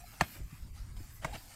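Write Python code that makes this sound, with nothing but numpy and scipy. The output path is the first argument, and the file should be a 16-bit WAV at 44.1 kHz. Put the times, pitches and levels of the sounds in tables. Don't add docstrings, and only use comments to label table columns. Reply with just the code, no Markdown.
import sys
import numpy as np
from scipy import signal
from scipy.fft import rfft, irfft, next_fast_len
from scipy.io import wavfile
from scipy.ndimage import uniform_filter1d, map_coordinates

SR = 44100
rng = np.random.default_rng(int(sys.argv[2]) if len(sys.argv) > 2 else 0)


def materialize(psi):
    bounded = np.clip(np.atleast_2d(psi).T, -1, 1)
    quanta = np.round(bounded * 32767).astype(np.int16)
    wavfile.write(sys.argv[1], SR, quanta)


N = 68355


def amp(db):
    return 10 ** (np.asarray(db) / 20)


def unit(x):
    return x / np.sqrt(np.mean(x ** 2) + 1e-20)


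def since(start):
    return np.maximum(np.arange(N) / SR - start, 0)


def curve(rows):
    return np.interp(since(0), *np.transpose(rows))


def wobble(rate):
    return map_coordinates(rng.standard_normal(N), [since(0) * rate + 2])


def swell(start, rise, t60, hold=0):
    return np.minimum(since(start) / rise, 1) * amp(-60 * since(start + rise + hold) / t60)


def colour(x, spectrum):
    size = next_fast_len(N + 8192)
    hz, db = np.transpose(spectrum)
    gain = amp(np.interp(np.log(np.fft.rfftfreq(size, 1 / SR) + 1), np.log(hz), db))
    return unit(irfft(rfft(x, size) * gain, size)[:N])


def noise(spectrum):
    return colour(rng.standard_normal(N), spectrum)


def patchy(x, depth_db):
    bands = signal.stft(x, nperseg=1024)[2]
    patches = uniform_filter1d(rng.standard_normal(bands.shape), size=5, axis=0)
    patches = unit(uniform_filter1d(patches, size=7, axis=1))
    return unit(signal.istft(bands * amp(depth_db * patches), nperseg=1024)[1][:N])


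def gritty(spectrum, grains_per_s=1000, grit_db=-7.5):
    grains = (rng.random(N) < grains_per_s / SR) * rng.standard_normal(N)
    hiss = patchy(rng.standard_normal(N), depth_db=4.5)
    return colour(hiss + amp(grit_db) * unit(grains), spectrum)


def knock(start, hz, db, rise):
    t = since(start)
    return amp(db) * t / rise * np.exp(1 - t / rise) * np.sin(2 * np.pi * hz * t)


# time in seconds, level in dB.
GUSTS = [(0, -53), (.14, -54.5), (.18, -59.5), (.24, -47.5), (.31, -65), (.37, -49.5), (.44, -42.5),
         (.51, -51.5), (.58, -52), (.67, -42), (.77, -51.5), (.83, -47.5), (.93, -44), (1.0, -43.5),
         (1.06, -50.5), (1.13, -50.5), (1.25, -48.5), (1.35, -43.5), (1.4, -55), (1.55, -64)]
# frequency in Hz, relative level in dB.
WIND_SPECTRUM = [(15, -4.5), (28, -0.5), (45, 2), (75, -5.5), (110, -3.5), (160, -16), (250, -23),
                 (400, -35), (800, -47), (2000, -100)]


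def wind():
    return amp(curve(GUSTS)) * noise(WIND_SPECTRUM)


# time in seconds, level in dB.
RUSTLE_LEVELS = [(0, -61.5), (.08, -56.5), (.18, -57), (.3, -54), (.45, -63), (.6, -60), (.72, -65.5),
                 (.78, -60), (.92, -64.5), (1.0, -59.5), (1.1, -58.5), (1.19, -59.5), (1.3, -57),
                 (1.44, -58), (1.55, -57)]
FIZZ_LEVELS = [(0, -67), (.04, -63), (.15, -62.5), (.2, -70), (.235, -60), (.314, -54), (.37, -58.5),
               (.41, -71), (.55, -67), (.72, -75), (.78, -71), (.88, -76), (.96, -71), (1.03, -62.5),
               (1.09, -70.5), (1.155, -59.5), (1.21, -70), (1.29, -69), (1.34, -62), (1.55, -65)]
# frequency in Hz, relative level in dB.
RUSTLE_SPECTRUM = [(150, 2), (250, -1.5), (434, -14), (620, -7.5), (760, -5), (1120, -7), (1760, -6),
                   (2400, -6), (3510, -12.5), (5000, -8), (5890, -11.5), (7640, -8), (10400, -14.5),
                   (13700, -31), (15500, -28)]
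FIZZ_SPECTRUM = [(7000, -35), (10000, -10), (12000, -3), (13800, 0), (14500, -2), (14900, -12),
                 (16000, -15)]


def grass():
    flutter_db = 1.1 * wobble(rate=35)
    rustle = amp(curve(RUSTLE_LEVELS) + flutter_db) * gritty(RUSTLE_SPECTRUM)
    fizz = amp(curve(FIZZ_LEVELS)) * gritty(FIZZ_SPECTRUM)
    return rustle + fizz


# start in seconds, level in dB, pitch in Hz,
# rise, hold and t60 in seconds, waver as a share of the pitch.
SQUEAKS = [(0, -61, 695, .005, 0.043, .08, 0.026), (1.267, -59.5, 742, 0.016, 0.04, 0.046, 0.081),
           (1.325, -44, 805, 0.0013, 0.01, 0.025, 0.045)]


def squeaks():
    out = np.zeros(N)
    for start, db, hz, rise, hold, t60, waver in SQUEAKS:
        pitch = hz * (1 + waver * wobble(rate=250))
        tone = unit(np.sin(2 * np.pi * np.cumsum(pitch) / SR))
        flutter_db = 3.5 * wobble(rate=180)
        out += amp(db + flutter_db) * swell(start, rise, t60, hold) * tone
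    return out


# start in seconds, level in dB, rise and t60 in seconds.
HOOF_SCUFFS = [(0.118, -56, 0.02, .15), (0.195, -42.5, 0.017, .04), (.215, -45, 0.022, 0.11),
               (.337, -54.5, 0.028, 0.19), (0.746, -64, 0.011, 0.51), (0.961, -64, 0.0075, 0.34),
               (1.214, -47, 0.021, 0.15), (1.257, -54, 0.014, 0.43), (1.332, -43.5, 0.026, 0.05),
               (1.39, -68, 0.016, 0.074)]
# frequency in Hz, relative level in dB.
DIRT_SPECTRUM = [(100, -21), (250, 0.5), (400, -2), (500, -1.5), (620, 1), (800, 2.5), (1200, -2.5),
                 (2100, -2.5), (3500, -9), (6000, -19), (9000, -19), (16000, -37)]


def scuffs():
    envelope = sum(amp(db) * swell(start, rise, t60) for start, db, rise, t60 in HOOF_SCUFFS)
    return envelope * gritty(DIRT_SPECTRUM)


# start in seconds, crack level in dB, crack t60 in seconds,
# snap level in dB, after-ring gain in dB, body gain in dB, body lag in seconds, body pitch ratio.
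BLOWS = [(0.2089, -28, 0.035, -44.5, 3.5, -26, 0.0044, 0.94),
         (1.2451, -40, 0.054, -46, -12, -35, 0.0035, 0.88)]
# frequency in Hz, level in dB, seconds to the peak.
FIRST_PAIR_MODES = [(628, -30.5, 0.0044), (711, -19.5, .0022), (945, -20, 0.0014), (1050, -22, 0.0019),
                    (1135, -31, .002), (1396, -32.5, 0.0028), (1610, -32, 0.0017), (1812, -19.5, 0.0014),
                    (2440, -31.5, 0.0014), (2760, -31, 0.0017), (3135, -43.5, 0.0033), (4450, -27.5, .0007),
                    (6080, -37.5, 0.0019), (7700, -35, 0.00037)]
SECOND_PAIR_MODES = [(643, -34.5, 0.0039), (941, -31.5, 0.0024), (1045, -34, 0.0026), (1220, -39.5, 0.0041),
                     (1415, -31, 0.0014), (1552, -39, .003), (1960, -36.5, 0.0029), (2180, -33, 0.0019),
                     (2700, -48, 0.003)]
# base frequency in Hz, relative level in dB, seconds to the peak.
BODY_MODES = [(77, -7.5, 0.0085), (170, 2, 0.0037), (326, -6.5, 0.0035)]
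# frequency in Hz, relative level in dB.
CRACK_SPECTRUM = [(200, -21), (500, -17), (800, 1), (2000, 4), (3500, -4), (5500, -9), (8000, -6),
                  (11000, -12.5), (14000, -15), (16000, -40)]
SNAP_SPECTRUM = [(3000, -25), (5000, 4), (8000, 5), (10500, -19), (13500, -3), (16000, -13)]
# frequency in Hz, relative level in dB, t60 in seconds.
HORN_MODES = [(745, -70, 0.039), (1192, -32, 0.047), (1616, -37, 0.088), (1700, -35.5, 0.046),
              (2190, -50, 0.14), (2514, -47.5, 0.16), (2910, -65.5, .12), (3090, -62.5, 0.34),
              (3350, -51, 0.18), (3780, -55, 0.124)]


def clashes(attack_s=0.002, lag_cycles=0.94):
    out = np.zeros(N)
    for blow, head_modes in zip(BLOWS, (FIRST_PAIR_MODES, SECOND_PAIR_MODES)):
        start, crack_db, crack_t60, snap_db, ring_db, body_db, body_lag, body_pitch = blow
        for hz, db, rise in head_modes:
            out += knock(start + lag_cycles / hz, hz, db, rise)
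        for hz, db, rise in BODY_MODES:
            out += knock(start + body_lag, hz * body_pitch, body_db + db, rise)
        crack = patchy(noise(CRACK_SPECTRUM), depth_db=2)
        out += amp(crack_db) * swell(start, attack_s, crack_t60) * crack
        out += amp(snap_db) * swell(start, attack_s, t60=0.068) * noise(SNAP_SPECTRUM)
        for hz, db, t60 in HORN_MODES:
            tone = np.sin(2 * np.pi * (hz * since(start) + rng.random()))
            out += amp(ring_db + db) * swell(start, attack_s, t60) * tone
    return out


# start in seconds, level in dB, rise and t60 in seconds.
SAND_SPRAYS = [(.215, -56, .01, 0.3), (0.746, -65.5, 0.015, 0.55), (.964, -60.5, 0.0047, 0.1),
               (1.324, -54.5, 0.0093, 0.53)]
# frequency in Hz, relative level in dB.
SAND_SPECTRUM = [(1500, -47), (3000, -1), (4300, 4.5), (6000, -7), (8500, -1.5), (11000, -8), (16000, -30)]


def sprays():
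    envelope = sum(amp(db) * swell(start, rise, t60) for start, db, rise, t60 in SAND_SPRAYS)
    return envelope * gritty(SAND_SPECTRUM)


# start in seconds, level in dB, pitch in Hz.
THUMPS = [(0.359, -50, 314), (0.396, -42, 131), (.402, -48.5, 320), (0.411, -36, 52), (.525, -42, 139),
          (.528, -50.5, 253), (.622, -37, 46.6), (0.646, -52.5, 184), (0.714, -46, 71),
          (0.802, -36.5, 45.9), (0.829, -57, 128), (.885, -39.5, 76.5), (0.964, -61, 150),
          (1.003, -44.5, 289), (1.34, -46.5, 239)]


def steps_and_buffets(rise_cycles=0.79):
    return sum(knock(start, hz, db, rise_cycles / hz) for start, db, hz in THUMPS)


def scene():
    return (wind() + grass() + squeaks() + scuffs() + clashes() + sprays() + steps_and_buffets())[None]


def record(dry, top_hz=15800):
    size = next_fast_len(N + 8192)
    passband = np.fft.rfftfreq(size, 1 / SR) < top_hz
    return irfft(rfft(dry, size) * passband, size)[:, :N]


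dry = scene()
out = record(dry)
materialize(out)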